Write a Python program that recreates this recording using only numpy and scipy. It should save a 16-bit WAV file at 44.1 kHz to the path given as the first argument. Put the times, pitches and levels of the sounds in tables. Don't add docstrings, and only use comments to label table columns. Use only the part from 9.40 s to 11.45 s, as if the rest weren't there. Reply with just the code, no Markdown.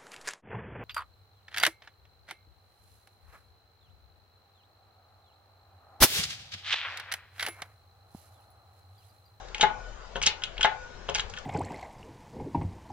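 import sys
import numpy as np
from scipy import signal
from scipy.fft import rfft, irfft, next_fast_len
from scipy.io import wavfile
from scipy.ndimage import uniform_filter1d

SR = 44100
rng = np.random.default_rng(int(sys.argv[2]) if len(sys.argv) > 2 else 0)


def gain_from_decibels(decibels):
    exponent = np.asarray(decibels, float) / 20
    return 10 ** exponent


def output_pcm(signal):
    pcm = np.clip(np.atleast_2d(signal).T, -1, 1) * 32767
    wavfile.write(sys.argv[1], SR, np.round(pcm).astype(np.int16))


N = 90404

# start in seconds, level in dB, favoured pitch in Hz,
# chatter length in seconds, bright edge in dB over the body.
PIN_CLICKS = [(.1463, -26.5, 2300, .001, -19), (.1465, -26, 3280, .001, -11),
              (.1813, -32.5, 2800, .001, -10), (.1970, -35.5, 2900, .003, -19),
              (.2040, -45, 3200, 0.00086, 2), (.2095, -18.5, 3100, .001, -7.5),
              (.2112, -9.5, 3330, 0.003, -18), (.2165, -20.5, 3200, 0.0027, -8),
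              (.2225, -20.5, 3540, .003, -32), (.2272, -22, 3500, 0.0012, -6.5),
              (.2365, -24, 3600, .004, -10), (.2435, -35, 3600, 0.0034, -12), (.7538, -39, 3050, .002, -15),
              (.7576, -27.5, 3200, .002, -21), (.7645, -33, 2960, .006, -8.5),
              (1.0206, -33.5, 3090, .002, -15), (1.0367, -18.5, 3220, 0.0023, -13),
              (1.0415, -33, 3220, 0.00203, -9), (1.1698, -38, 2270, 0.0018, -26),
              (1.1797, -28, 2820, .002, -24), (1.2022, -44.5, 2940, 0.0033, -8),
              (1.2096, -18.5, 2810, .002, -15), (1.2112, -27, 1460, 0.0033, -21.5),
              (1.2148, -37.5, 2880, .002, -1.5), (1.2292, -26.5, 3070, .001, -1.5),
              (1.2307, -14, 3110, 0.0014, -30.5), (1.2385, -18, 3200, 0.0027, -25),
              (1.2438, -24.5, 3200, 0.0015, -9), (1.2475, -23, 3620, .004, -25.5),
              (1.2545, -30, 3000, 0.0044, -6.5), (1.6857, -34, 2840, 0.0016, -17),
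              (1.6890, -25.5, 3200, .002, -20), (1.6965, -29, 2800, 0.0021, -8.5),
              (1.9380, -32, 2980, .002, -15), (1.9390, -40.5, 1580, 0.0035, -20),
              (1.9661, -39, 3180, .001, -11), (1.9733, -34.5, 3130, .001, -17),
              (1.9740, -36.5, 1500, 0.0034, -18), (1.9860, -39, 3130, 0.0022, -1)]
BEARING_SLIPS = [(.0850, -44.5, 4300, .002, -5), (.8164, -22.5, 2810, 0.0046, -11),
                 (.8266, -27, 2930, .001, 3), (.8313, -24, 3060, 0.00089, -2.5),
                 (.8356, -20.5, 3050, 0.0026, -10.5), (.8475, -39, 2970, .004, -12),
                 (.8605, -18, 3100, 0.0015, -10.5), (.8642, -18, 3380, .001, 5),
                 (.8665, -17.5, 3470, 0.0019, -4.5), (.8722, -16.5, 3240, 0.0036, -8.5),
                 (.8750, -12.5, 3820, 0.0025, -12), (.8815, -34, 3800, 0.0046, -20),
                 (.8870, -44, 3600, .005, -16), (1.7430, -31, 3100, .002, -9),
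                 (1.7475, -22.5, 2850, .002, -0.5), (1.7503, -23.5, 3200, 0.0018, -14),
                 (1.7545, -21, 2960, 0.0017, -6), (1.7580, -25, 2770, .003, -7.5),
                 (1.7640, -39, 3360, 0.0049, -9), (1.7828, -29, 3250, .001, -7.5),
                 (1.7850, -26, 3400, .003, -14), (1.7925, -41, 3200, 0.0025, -10),
                 (1.7962, -18, 3050, .002, -16), (1.8040, -39, 3300, .004, 3.5),
                 (1.8982, -44.5, 3060, .001, 6)]
# start in seconds, level in dB, contact time in seconds, long ring in dB.
FRAME_BLOWS = [(.152, -34.5, .0004, -3), (.198, -28, 0.00096, -6), (.2135, -26.5, 0.00017, -13),
               (.2303, -13.5, 0.000068, 2), (0.235, -10, 0.00026, -0.5), (.2445, -17, 0.00045, 3.5),
               (.8166, -29.5, 0.00019, -9), (.871, -23, 0.00018, 4.5), (1.021, -34.5, .0003, -1),
               (1.194, -29, 0.0011, 1.5), (1.2468, -10, 0.00021, -5), (1.2512, -11, 0.00023, -1.5),
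               (1.2585, -20, 0.00024, 10.5), (1.753, -26.5, 0.000091, -6), (1.7825, -29, 0.000098, -8)]
# start in seconds, level in dB, chatter length in seconds.
STOP_LANDINGS = [
    (0.7574, -19.5, .0017),
    (.763, -23.5, 0.0032),
    (0.7743, -21.5, 0.0054),
    (1.689, -20.5, 0.0016),
    (1.696, -18, 0.0037),
    (1.7073, -25, .004),
    (1.861, -39, 0.0057),
]
# start in seconds, level in dB, length in seconds, first swing (1 up, -1 down).
METAL_CRACKS = [
    (.2306, -9, .0007, 1),
    (.758, -21, .0008, 1),
    (.8718, -.5, .0003, 1),
    (1.2474, -7, .0009, -1),
    (1.6894, -20, .0009, 1),
    (1.7965, -16, .0004, -1),
]

# frequency in Hz, level in dB, t60 in seconds.
STEEL_MODES = [(1486, -2.5, 0.051), (1755, -1, 0.032), (2130, -9.5, 0.037), (2250, 2, .04),
               (2453, -4, 0.03), (2755, -1, 0.019), (3036, -7, 0.033), (3200, 0, 0.026), (3490, -9, 0.022),
               (3715, -3.5, .04), (3832, -5.5, 0.029), (4003, -8, 0.02), (4350, -5.5, 0.026),
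               (5100, -11, 0.035)]
# frequency in Hz, level in dB, t60 in seconds.
THUD_MODES = [(125, -20, 0.057), (409.3, -13.5, 0.081), (534, -8.5, 0.036), (691, -20, 0.15),
              (765, -3.5, 0.04), (863.5, 3.5, 0.091), (1054, -6.5, 0.096), (1247, -4.5, 0.097),
              (1359, -10.5, 0.1), (1477, 1.5, 0.057), (1616, -0.5, 0.11), (1801, -2.5, 0.06),
              (2017, 1, 0.055), (2114, -2.5, 0.095)]
# frequency in Hz, level in dB, t60 in seconds.
UPRIGHT_MODES = [(508.6, -31.5, 1), (1436, -25, 0.44), (1467, -19.5, 0.98), (1574, -29, 1),
                 (1800, -31.5, 0.17), (2257, -26, .3), (2340, -24.5, 0.49), (2520, -31.5, 0.73),
                 (2500, -31, 0.53)]
# frequency in Hz, level in dB, t60 in seconds.
BED_MODES = [(829, -21, .9), (870, -24, .5), (1015, -26, .8), (1137, -27, .9), (1237, -25, .8)]
# frequency in Hz, level in dB, t60 in seconds.
STOP_MODES = [(416, -3, 0.12), (557, -3.5, 0.056), (697, 1, 0.03), (880, -1, 0.026), (938, 5.5, 0.048),
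              (1110, -5, 0.057), (1494, -3.5, 0.05), (2060, -12.5, 0.026)]

# time in seconds, level in dB.
SWAY_LEVEL = [(0, -51.5), (.16, -49), (.3, -52.5), (.5, -41.5), (.7, -55.5), (.77, -37), (.95, -70.5),
              (1.2, -40), (1.4, -63), (1.63, -46.5), (1.8, -47), (1.88, -52), (2.05, -90)]
# frequency in Hz, density in dB per Hz.
HUSH_SPECTRUM = [(25, 8.5), (70, 5.5), (110, -2), (230, -7), (480, -2), (1500, -7), (1900, -12.5),
                 (6500, -19.5)]
# frequency in Hz, left-right likeness (1 is equal).
HUSH_LIKENESS = [(60, 0.8), (330, 0.53), (1800, 0.35), (9900, 0.23)]
# time in seconds, lift of the hush in dB.
HANDLING = [
    (.08, -0.04),
    (.6, -1),
    (1.55, -0.5),
    (1.85, 0.5),
]
# frequency in Hz, t60 in seconds.
ROOM_DECAY = [(300, .3), (1000, .3), (3000, .22), (5500, .17), (9000, .11)]
# frequency in Hz, left minus right in dB.
PORT_BALANCE = [(60, 10.5), (170, 9.0), (460, 13), (1280, 5), (3570, 4), (9900, -8)]
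# frequency in Hz, gain in dB.
TREBLE_FALL = [(6800, -1.78), (7800, -14.5), (9400, -26.5), (10300, -48.5), (12000, -46)]


def evened(x):
    return x / np.sqrt(np.mean(x ** 2) + 1e-20)


def peaked(x, db):
    return gain_from_decibels(db) * x / np.sqrt(uniform_filter1d(x ** 2, size=88).max())


def read(points, hz):
    f, value = np.transpose(points)
    return np.interp(np.log(hz + 1), np.log(f + 1), value)


def add(mix, s, sound):
    part = mix[round(s * SR):][:len(sound)]
    part += sound[:len(part)]


def ring(modes, scale, length, blur, count):
    spread_db, phase_spread, rise_s = 2.5, .13, .0002
    t = np.arange(0, length, 1 / SR)
    f, db, t60 = np.repeat(modes, count, axis=0).T[:, :, None]
    strength, detune, phase = rng.standard_normal((3, len(f), 1))
    envelope = gain_from_decibels(db + spread_db * strength - 60 * t / t60)
    partial_hz = scale * f * (1 + blur * detune)
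    partials = envelope * np.sin(2 * np.pi * (partial_hz * t + phase_spread * phase))
    return (1 - np.exp(-t / rise_s)) * partials.sum(0)


def chatter(length):
    contacts_per_s, shower_db = 1300, -9
    t = np.arange(2000) / SR
    when, size = rng.random((2, 2000))
    fade = np.exp(-(t / max(length, 1e-4)) ** 2)
    drive = (when < contacts_per_s / SR) * (2 * size - 1) * gain_from_decibels(shower_db) * fade
    return np.r_[1, drive[1:]]


def scattered(modes, scale, like):
    burst_s = .0004
    t = np.arange(600) / SR
    f, db, _ = np.transpose(modes)[:, :, None]
    colour = (gain_from_decibels(db) * np.sin(2 * np.pi * scale * f * t)).sum(0)
    x = colour * np.exp(-t / burst_s) * t
    return x * np.linalg.norm(like) / np.linalg.norm(x)


def hush():
    level_db, patch_db = -44, 3
    frames, hz = N // 512 + 5, np.fft.rfftfreq(2048, 1 / SR)
    a, b, c, d, patches = rng.standard_normal((frames, 1025, 5)).T
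    patches = uniform_filter1d(patches, size=8, axis=0)
    patches = evened(uniform_filter1d(patches, size=8, axis=1))
    stir_db = np.interp(np.arange(frames) * 512 / SR, *np.transpose(HANDLING))
    same = np.clip(read(HUSH_LIKENESS, hz), -1, 1)[:, None]
    left = a + 1j * b
    right = same * left + np.sqrt(1 - same ** 2) * (c + 1j * d)
    shape_db = read(HUSH_SPECTRUM, hz)[:, None] + patch_db * patches + stir_db
    noise = signal.istft(np.array([left, right]) * gain_from_decibels(shape_db), nperseg=2048, noverlap=1536)[1]
    return gain_from_decibels(level_db) * evened(noise[:, :N])


def room(x):
    taps = np.zeros((2, SR // 2))
    at = np.arange(100, SR // 2 - 20, 20)
    at = at + rng.integers(0, 20, (2, len(at)))
    np.put_along_axis(taps, at, rng.choice([-1., 1.], at.shape), 1)
    hz, t, z = signal.stft(taps, SR, nperseg=256)
    decay = gain_from_decibels(-60 * t / read(ROOM_DECAY, hz)[:, None])
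    tail = signal.istft(z * decay, SR, nperseg=256)[1]
    return signal.fftconvolve(x[None], tail / np.linalg.norm(tail[0]), axes=1)[:, :N]


def sway():
    sway_hz, drift_hz = 41, .8
    t = np.arange(N) / SR
    drift = evened(sum(np.sin(2 * np.pi * (f * t + rng.random())) for f in np.geomspace(1, 8, num=9)))
    level = gain_from_decibels(np.interp(t, *np.transpose(SWAY_LEVEL)))
    cycles = np.cumsum(sway_hz + drift_hz * drift) / SR
    return np.sqrt(2) * level * np.sin(2 * np.pi * cycles)


def stops():
    trim_db = -6.5
    bench_hz, bench_db, bench_s = 76.9, -26, 0.056
    out = np.zeros((2, N))
    t = np.arange(SR // 2) / SR
    swell = np.e * t / bench_s * np.exp(-t / bench_s)
    hum = swell * np.sin(2 * np.pi * bench_hz * t)
    body = ring(STOP_MODES, 0.98, .2, .012, count=2)
    for s, db, length in STOP_LANDINGS:
        knock = peaked(signal.fftconvolve(chatter(length), body), db + trim_db)
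        add(out[0], s, knock)
        add(out[1], s, scattered(STOP_MODES, 1, knock))
        add(out[0], s, gain_from_decibels(db + bench_db) * hum)
    return out


def frame():
    trim_db, damp_s, damp_fade_s = -3, 0.14, 0.0089
    out = np.zeros(N)
    t, bed_t = np.arange(200) / SR, np.arange(0, .3, 1 / SR)
    damping = (1 - np.tanh((bed_t - damp_s) / damp_fade_s)) / 2
    for s, db, contact, ring_db in FRAME_BLOWS:
        push = t * np.exp(-t / max(contact / 4, 1e-5))
        body = gain_from_decibels(ring_db) * ring(UPRIGHT_MODES, 1, .8, .005, count=2)
        add(body, 0, gain_from_decibels(ring_db) * ring(BED_MODES, 0.94, .3, 0.0028, count=1) * damping)
        add(body, 0, ring(THUD_MODES, 1, 0.22, .012, count=2))
        add(out, s, peaked(signal.fftconvolve(push, body), db + trim_db))
    return out


def cracks():
    out = np.zeros(N)
    for s, db, length, way in METAL_CRACKS:
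        u = np.arange(100) / SR / length
        swings = np.sin(2 * np.pi * u) * np.exp(-(u - .5) ** 2 * 2)
        add(out, s, np.sign(way) * gain_from_decibels(db) * swings)
    return out


def steel_clicks(rows, focus, blur, trim_db):
    floor_db, edge_trim_db, edge_wet_db = -17, 5.95, 1.5
    out = np.zeros((2, N))
    f, mode_db, t60 = np.transpose(STEEL_MODES)
    edge = np.c_[np.linspace(5200, 10000, num=10), np.linspace(0, 3, num=10), np.full(10, 0.021)]
    for s, db, hz, length, edge_db in rows:
        drive = chatter(length)
        favour_db = np.maximum(-10 * (np.log(f / hz) / focus) ** 2, floor_db)
        modes = np.c_[f, mode_db + favour_db, t60]
        body = signal.fftconvolve(drive, ring(modes, 1, .06, blur, count=2))
        body = peaked(body, db + trim_db)
        top = signal.fftconvolve(drive, ring(edge, 0.96, .03, 0.0368, count=3))
        top = peaked(top, db + trim_db + edge_db + edge_trim_db)
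        add(out[0], s, body)
        add(out[0], s, top)
        add(out[1], s, scattered(modes, 0.98, body) + gain_from_decibels(edge_wet_db) * scattered(edge, 0.91, top))
    return out


def bearing_slips():
    return steel_clicks(BEARING_SLIPS, focus=.23, blur=.02, trim_db=-1)


def handle_pins():
    return steel_clicks(PIN_CLICKS, focus=.17, blur=.008, trim_db=0)


def scene():
    room_db = -7.5
    direct, to_room = handle_pins() + bearing_slips() + stops() + cracks() + frame()
    return direct + gain_from_decibels(room_db) * room(to_room) + sway() + hush()


def band_limit(x):
    return signal.sosfilt(signal.butter(12, 10500, fs=SR, output="sos"), x)


def record(dry):
    lag_s, limit = .00006, .95
    dip_hz, dip_width, dip_db = 297.7, 0.08, -14
    size = next_fast_len(N + 4096)
    hz = np.fft.rfftfreq(size, 1 / SR)
    right = gain_from_decibels(-read(PORT_BALANCE, hz))
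    left = np.exp(-2j * np.pi * hz * lag_s)
    ports = 2 / (1 + right) * np.array([left, right])
    heard = irfft(rfft(dry, size) * ports, size)
    heard = limit * np.tanh(heard / limit)
    dip = dip_db * np.exp(-(np.log((hz + 1) / dip_hz) / dip_width) ** 2)
    colour = gain_from_decibels(read(TREBLE_FALL, hz) + dip)
    heard = irfft(rfft(heard) * colour, size)[:, :N]
    return band_limit(heard)


dry = scene()
out = record(dry)
output_pcm(out)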